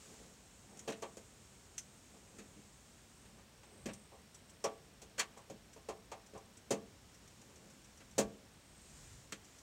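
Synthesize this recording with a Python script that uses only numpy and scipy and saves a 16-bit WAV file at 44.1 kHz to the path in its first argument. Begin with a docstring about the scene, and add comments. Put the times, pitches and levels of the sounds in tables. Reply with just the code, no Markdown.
"""A small quiet room, where a portable gas heater is turned down.
Its control knocks in the sheet-metal cabinet: a dull panel thud plus a hard metal click.
Bright metal ticks sound, and some knocks ping and snap. Underneath, the burner murmurs and the
gas hisses, losing its bright edge as the flow drops. Soft low flurries of handling noise stir
the panels, a thin whistle sputters and a deep rumble comes and goes."""
import sys
import numpy as np
from scipy import signal
from scipy.fft import rfft, irfft, next_fast_len
from scipy.io import wavfile
from scipy.ndimage import uniform_filter1d

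SR = 44100
rng = np.random.default_rng(int(sys.argv[2]) if len(sys.argv) > 2 else 0)


def digitize_waveform(pressure):
    """Quantize a signal to 16-bit integers and store it at the path in sys.argv[1].

    Rows of a 2-D input are taken as channels; values are limited to [-1, 1].
    """
    field = np.atleast_2d(pressure).T
    bounded = np.clip(field, -1, 1)
    quanta = np.round(bounded * 32767).astype(np.int16)
    wavfile.write(sys.argv[1], SR, quanta)


N = 424241
TIME_S = np.arange(N) / SR
RING_S = TIME_S[:SR // 2]

# control knocks: start_s, slip_s, thud_db, thud_hz, click_db, extra_snap_db
KNOCKS = [(0.876, .0022, -45, 464, -47.5, -3), (0.887, 0.0014, -42.5, 375, -57, -7),
          (0.920, 0.0016, -61, 300, -52, -15), (1.024, 0.002, -45.5, 605, -52, -8),
          (1.169, .0012, -56.5, 380, -65, 8), (2.135, 0.003, -64.5, 520, -81, 0),
          (2.384, 0.002, -55.5, 232, -58.5, 0.5), (2.561, 0.0061, -55.5, 151, -82, 0),
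          (3.250, .0023, -73, 450, -68, -6), (3.380, 0.0034, -67, 900, -70, -2),
          (3.632, 0.0013, -64, 1250, -68.5, 0), (3.857, 0.0016, -42.5, 268, -51, 0.5),
          (3.886, 0.0017, -52, 460, -54, -11), (4.120, 0.0018, -59.5, 690, -80, -6),
          (4.641, 0.0026, -36, 590, -46, -10), (5.017, 0.0021, -58, 380, -64.5, 7.5),
          (5.179, .0065, -53, 370, -44, -4), (5.193, 0.002, -45, 950, -36.5, -0.5),
          (5.364, 0.0049, -57.5, 810, -66, -5), (5.499, 0.00095, -49, 306, -63, 4.5),
          (5.761, 0.0016, -59.5, 515, -70, 0), (5.886, 0.0019, -44.5, 615, -54.5, 0.5),
          (6.116, 0.0013, -48, 960, -56.5, 0.5), (6.333, .003, -55.5, 280, -68, -2),
          (6.348, 0.0058, -53, 720, -65, -9), (6.706, 0.0024, -34, 380, -44.5, 6),
          (8.004, 0.0013, -67, 300, -62.5, -6), (8.180, 0.0025, -31, 368, -40.5, 7.5),
          (9.322, 0.0006, -53, 230, -47, -1.5)]
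# thump, body, clack, crack, snap: low_hz, high_hz, base_t60_s, rise_per_slip, click_share_db
KNOCK_BANDS = [(134, 322, 0.2, 1.5, -43), (312, 690, 0.16, 0.8, -29), (793, 1200, 0.16, 3.8, -15.5),
               (1520, 4800, 0.14, 4.5, 0), (4900, 19500, 0.11, 1.5, 0)]
# knock spectrum: freq_hz, gain_db
KNOCK_SPECTRUM = [(100, 5), (200, 4.5), (290, 6), (450, 8), (650, 7), (850, -5.5), (1150, -6.5),
                  (1450, -9.5), (2000, -14), (2500, -14.5), (4800, -23), (6800, -16), (8500, -23.5),
                  (10500, -34), (15500, -40.5)]
# panel modes, then grille modes: pitch_hz, gain_db, base_t60_s
CABINET_MODES = [(189.4, -11, .4), (208, 0, 0.28), (272, -18, 0.45), (355, -10, 0.24), (436.2, 3, 0.16),
                 (455.3, -7, 0.4), (547.4, 4.5, 0.18), (669, -2, 0.28), (729, -5.5, 0.13),
                 (782, -3.5, 0.25), (908, -14, 0.15), (1142, -5.5, 0.25), (2370, -7, 0.16),
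                 (2574, -7.5, 0.15), (2667, -5, 0.15), (3210, -6.5, 0.16), (4360, -5.5, 0.14),
                 (4840, -9, 0.098), (5660, -10, 0.099), (6110, -14, .15), (6640, -13, 0.12),
                 (6820, -13, 0.1), (7800, -10, 0.11)]
# bright metal ticks, and the pings and snaps of the knocks: start_s, relative_db, pitch_hz
TICKS = [(0.771, -61, 6640), (0.791, -54, 6770), (0.900, -55, 6200), (0.921, -57, 4000), (1.021, -54, 6500),
         (1.779, -43.5, 6070), (3.933, -55.5, 8800), (4.344, -58.5, 7900), (4.494, -62.5, 7900),
         (4.640, -41.5, 5580), (5.19, -45, 6600), (5.197, -41.5, 4490), (5.375, -62, 8000),
         (5.731, -63, 5840), (6.262, -65, 5800), (6.374, -65, 5800), (6.570, -61, 8000),
         (9.444, -64.5, 5800), (9.583, -63.5, 5800)]
# tick spectrum: freq_hz, gain_db
TICK_SPECTRUM = [(500, -21), (1800, -4), (3200, -3), (4600, -7.5), (5800, 4.5), (8000, 3), (10000, -8.5),
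                 (15500, -21)]
# murmur of burner and room: freq_hz, gain_db
MURMUR_SPECTRUM = [(25, -27), (53, 0), (120, -3), (170, -5.5), (205, -3.5), (300, -10), (650, -14),
                   (1350, -17.5), (3000, -19.5), (4800, -22), (6000, -22.5), (8400, -24), (10300, -31),
                   (15500, -33.5)]
# gas jet, fading as the flow drops: time_s, level_db
JET_LEVELS = [(0, -75), (.6, -68), (2.8, -69), (3.2, -71.5), (3.5, -79.5), (9.6, -86)]
# jet resonances: pitch_hz, width_hz, gain_db
JET_MODES = [(6500, 220, -9), (6810, 150, -10), (7400, 270, -15), (8400, 2000, -3)]
# gas hiss spectrum: freq_hz, gain_db
HISS_SPECTRUM = [(300, -17), (1500, -5.5), (4000, -6.5), (5800, -3), (7000, 2.5), (8500, -3.5),
                 (10000, -13), (15500, -24)]
# hiss swells: centre_s, half_width_s, level_db
HISS_SWELLS = [(.08, 0.26, -61.5), (7.65, 1, -70.5), (9.03, 0.26, -62), (9.58, 0.22, -67)]
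# handling noise spectrum: freq_hz, gain_db
HANDLING_SPECTRUM = [(30, -20), (70, -6), (200, 7), (550, -3.5), (900, -8), (2500, -22), (6000, -52)]
# flurries of handling noise: centre_s, half_width_s, relative_db
HANDLING_FLURRIES = [(.18, 0.19, -62.5), (.79, .13, -61), (2.32, .22, -64.5), (3.34, .1, -67),
                     (3.77, 0.099, -62), (7.6, 0.17, -64.5)]
# spells of sputtering: centre_s, half_width_s, level_db
WHISTLE_SPELLS = [(3.22, .13, -73), (3.87, .24, -68.5), (4.5, 0.43, -77), (8.9, 0.33, -70)]
# rumble spectrum: freq_hz, gain_db
RUMBLE_SPECTRUM = [(25, -33), (42, 0), (90, -4.5), (150, -2.5), (300, -40), (1000, -68)]
# rumble swells: centre_s, half_width_s, level_db
RUMBLE_SWELLS = [(3.9, 0.077, -58.5), (8.22, 0.077, -54.5), (8.95, 0.24, -65.5), (9.17, 0.1, -60)]
# room tail spectrum: freq_hz, gain_db
ROOM_SPECTRUM = [(60, -6), (160, 4.5), (550, -1), (1200, -5), (3000, -9), (9000, -31)]


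def knock(slip_s, thud_db, thud_hz, click_db, snap_db, sharp_slip_s=0.0016, cabinet_db=-1):
    """A sharp blow, its scatter between close walls, and the ringing cabinet."""
    centres_hz, levels_db = knock_band_levels(thud_db, thud_hz, click_db, snap_db)
    t60_scale = 0.87 * 2 ** ((thud_db - click_db) / 60)  # more thud, longer ring
    sharpness = 0.27 * np.exp(1 - slip_s / sharp_slip_s)  # a slow slip has no sharp edge
    burst_gain = np.sqrt(0.017 / RING_S[-1])  # energy of 17 ms at the band's level
    impulse = colour(signal.unit_impulse(len(RING_S), 60), KNOCK_SPECTRUM)
    sound = np.zeros(len(RING_S))
    for level_db, (low_hz, high_hz, base_t60_s, rise_per_slip, _) in zip(levels_db, KNOCK_BANDS):
        band = signal.butter(3, [low_hz, high_hz], "band", fs=SR, output="sos")
        blow = signal.sosfilt(band, impulse)
        scatter = signal.sosfilt(band, noise(KNOCK_SPECTRUM, len(RING_S)))
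        scatter *= rise_and_decay(base_t60_s * t60_scale, slip_s * rise_per_slip)
        sound += amp(level_db) * burst_gain * unit(sharpness * unit(blow) + unit(scatter))
    for pitch_hz, gain_db, base_t60_s in CABINET_MODES:
        drive_db = np.interp(np.log(pitch_hz), np.log(centres_hz), levels_db)
        mode = np.sin(2 * np.pi * (pitch_hz * RING_S + rng.random()))
        envelope = rise_and_decay(base_t60_s * t60_scale, slip_s)
        sound += amp(drive_db + gain_db + cabinet_db) * envelope * mode
    fade_out = np.minimum(1, (RING_S[-1] - RING_S) * 10)
    return sound * fade_out


def knock_band_levels(thud_db, thud_hz, click_db, snap_db, fall_db_per_octave_sq=5.5):
    """Band centres and levels: a thud around its pitch plus a click in the treble."""
    low_hz, high_hz, _, _, click_share_db = np.transpose(KNOCK_BANDS)
    centres_hz = np.sqrt(low_hz * high_hz)
    is_snap_band = centres_hz == centres_hz.max()
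    thud = amp(thud_db - fall_db_per_octave_sq * np.log2(centres_hz / thud_hz) ** 2)
    click = amp(click_db + click_share_db + snap_db * is_snap_band)
    return centres_hz, 20 * np.log10(np.hypot(thud, click))


def tick(relative_db, pitch_hz, full_ring_db=-40, trim_db=-0.5):
    """A metal tick or a knock's ping: a bright snap with one short ring, clearer when louder."""
    snap = unit(noise(TICK_SPECTRUM, len(RING_S)) * rise_and_decay(t60_s=0.088, rise_s=0.0013))
    ring = amp(0.5 * (relative_db - full_ring_db)) * unit(resonate(snap, pitch_hz, width_hz=220))
    return amp(relative_db + trim_db) * unit(snap + ring, count=1100)


def creep_ticks(first_s=7.14, step_s=0.139, count=8, jitter_s=0.004, relative_db=-65, pitch_hz=5800):
    """Metal creeps in near-even steps, one faint tick each; rows as in TICKS."""
    starts_s = first_s + step_s * np.arange(count) + jitter_s * rng.standard_normal(count)
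    return [(start_s, relative_db, pitch_hz) for start_s in starts_s]


def burner(murmur_db=-62.5, pipe_hz=5500, pipe_db=-80):
    """Steady murmur and a faint pipe resonance."""
    pipe = unit(resonate(rng.standard_normal(N), pipe_hz, width_hz=130))
    return amp(murmur_db) * noise(MURMUR_SPECTRUM) + amp(pipe_db) * pipe


def gas():
    """Turbulence sings in the jet and hisses broadly."""
    turbulence = noise(HISS_SPECTRUM)
    jet = unit(sum(amp(db) * resonate(turbulence, hz, width_hz) for hz, width_hz, db in JET_MODES))
    jet_db = np.interp(TIME_S, *np.transpose(JET_LEVELS))
    hiss = swells(HISS_SWELLS, steady_db=-80.5) * noise(HISS_SPECTRUM)
    return amp(jet_db) * jet + hiss


def handling_noise(flutter_rms_db=2.0, trim_db=-4.5):
    """Soft low flurries of handling noise that stir the panels, over a faint steady flutter."""
    flutter = amp(flutter_rms_db * unit(uniform_filter1d(rng.standard_normal(N), size=2000)))
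    drive = noise(HANDLING_SPECTRUM) * flutter
    panels = unit(sum(amp(db) * resonate(drive, hz, 5 / t60_s) for hz, db, t60_s in CABINET_MODES))
    return amp(trim_db) * swells(HANDLING_FLURRIES, steady_db=-78) * (drive + 0.96 * panels)


def whistle(pitch_hz=8350, width_hz=800, pip_db=-69):
    """A thin whistle of narrow-band noise: sputters in spells, pips faintly throughout."""
    band = resonate(rng.standard_normal(N), pitch_hz, width_hz)
    tone = unit(resonate(band, pitch_hz, width_hz))
    sputter = swells(WHISTLE_SPELLS, steady_db=-89) * unit(0.76 + pulses(period_s=0.02))
    pips = amp(pip_db) * pulses(period_s=0.08)
    return tone * np.hypot(sputter, pips)


def rumble():
    """Deep noise with brief swells."""
    return swells(RUMBLE_SWELLS, steady_db=-82.5) * noise(RUMBLE_SPECTRUM)


def room_tail(hits, t60_s=0.55, rise_s=0.013, gain_db=-16.5):
    """Faint, dull room reflections of the knocks and ticks."""
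    tail = rng.standard_normal(len(RING_S)) * rise_and_decay(t60_s, rise_s)
    tail = colour(tail / np.linalg.norm(tail), ROOM_SPECTRUM)
    tail *= RING_S < 0.9 * RING_S[-1]
    return amp(gain_db) * signal.oaconvolve(hits, tail)[:N]


def swells(rows, steady_db):
    """Steady gain with bell-shaped swells, summed in power."""
    bells = [amp(db) * np.exp(-((TIME_S - centre_s) / half_s) ** 2) for centre_s, half_s, db in rows]
    return np.sqrt(amp(steady_db) ** 2 + sum(bell ** 2 for bell in bells))


def pulses(period_s, align_s=0.059, half_width_s=0.0024):
    """Gain of short, evenly spaced pulses."""
    offset_s = (TIME_S - align_s + period_s / 2) % period_s - period_s / 2
    return np.exp(-(offset_s / half_width_s) ** 2)


def rise_and_decay(t60_s, rise_s):
    """Envelope: quick build-up, exponential decay."""
    return (1 - np.exp(-RING_S / rise_s)) * amp(-60 * RING_S / t60_s)


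def resonate(x, pitch_hz, width_hz):
    """One resonance."""
    return signal.lfilter(*signal.iirpeak(pitch_hz, pitch_hz / width_hz, SR), x)


def noise(spectrum, size=N):
    """Coloured noise, rms 1."""
    return unit(colour(rng.standard_normal(next_fast_len(size)), spectrum)[:size])


def colour(x, spectrum):
    """Filters by rows of freq_hz, gain_db."""
    freq_hz, gain_db = np.transpose(spectrum)
    bins_hz = np.fft.rfftfreq(len(x), 1 / SR)
    gain = amp(np.interp(np.log(bins_hz + 1), np.log(freq_hz), gain_db))
    return irfft(rfft(x) * gain, len(x))


def amp(db):
    """Decibels to gain."""
    return 10 ** (np.asarray(db) / 20)


def unit(x, count=None):
    """Scales to rms 1 over the first count samples."""
    return x / np.sqrt(np.mean(x[:count] ** 2) + 1e-24)


def add(mix, start_s, sound):
    """Mixes a sound in at start_s."""
    part = mix[round(start_s * SR):][:len(sound)]
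    part += sound[:len(part)]


def scene():
    """Knocks and ticks over the burning heater, mono."""
    background = burner() + handling_noise() + gas() + whistle() + rumble()
    hits = np.zeros(N)
    for start_s, *blow in KNOCKS:
        add(hits, start_s, knock(*blow))
    for start_s, relative_db, pitch_hz in TICKS + creep_ticks():
        add(hits, start_s, tick(relative_db, pitch_hz))
    return (background + hits + room_tail(hits))[None]


def record(dry):
    """Steep low-pass at 15.9 kHz."""
    low_pass = signal.firwin(511, 15900, window=("kaiser", 9), fs=SR)
    return signal.oaconvolve(dry, low_pass[None], "same")


dry = scene()
out = record(dry)
digitize_waveform(out)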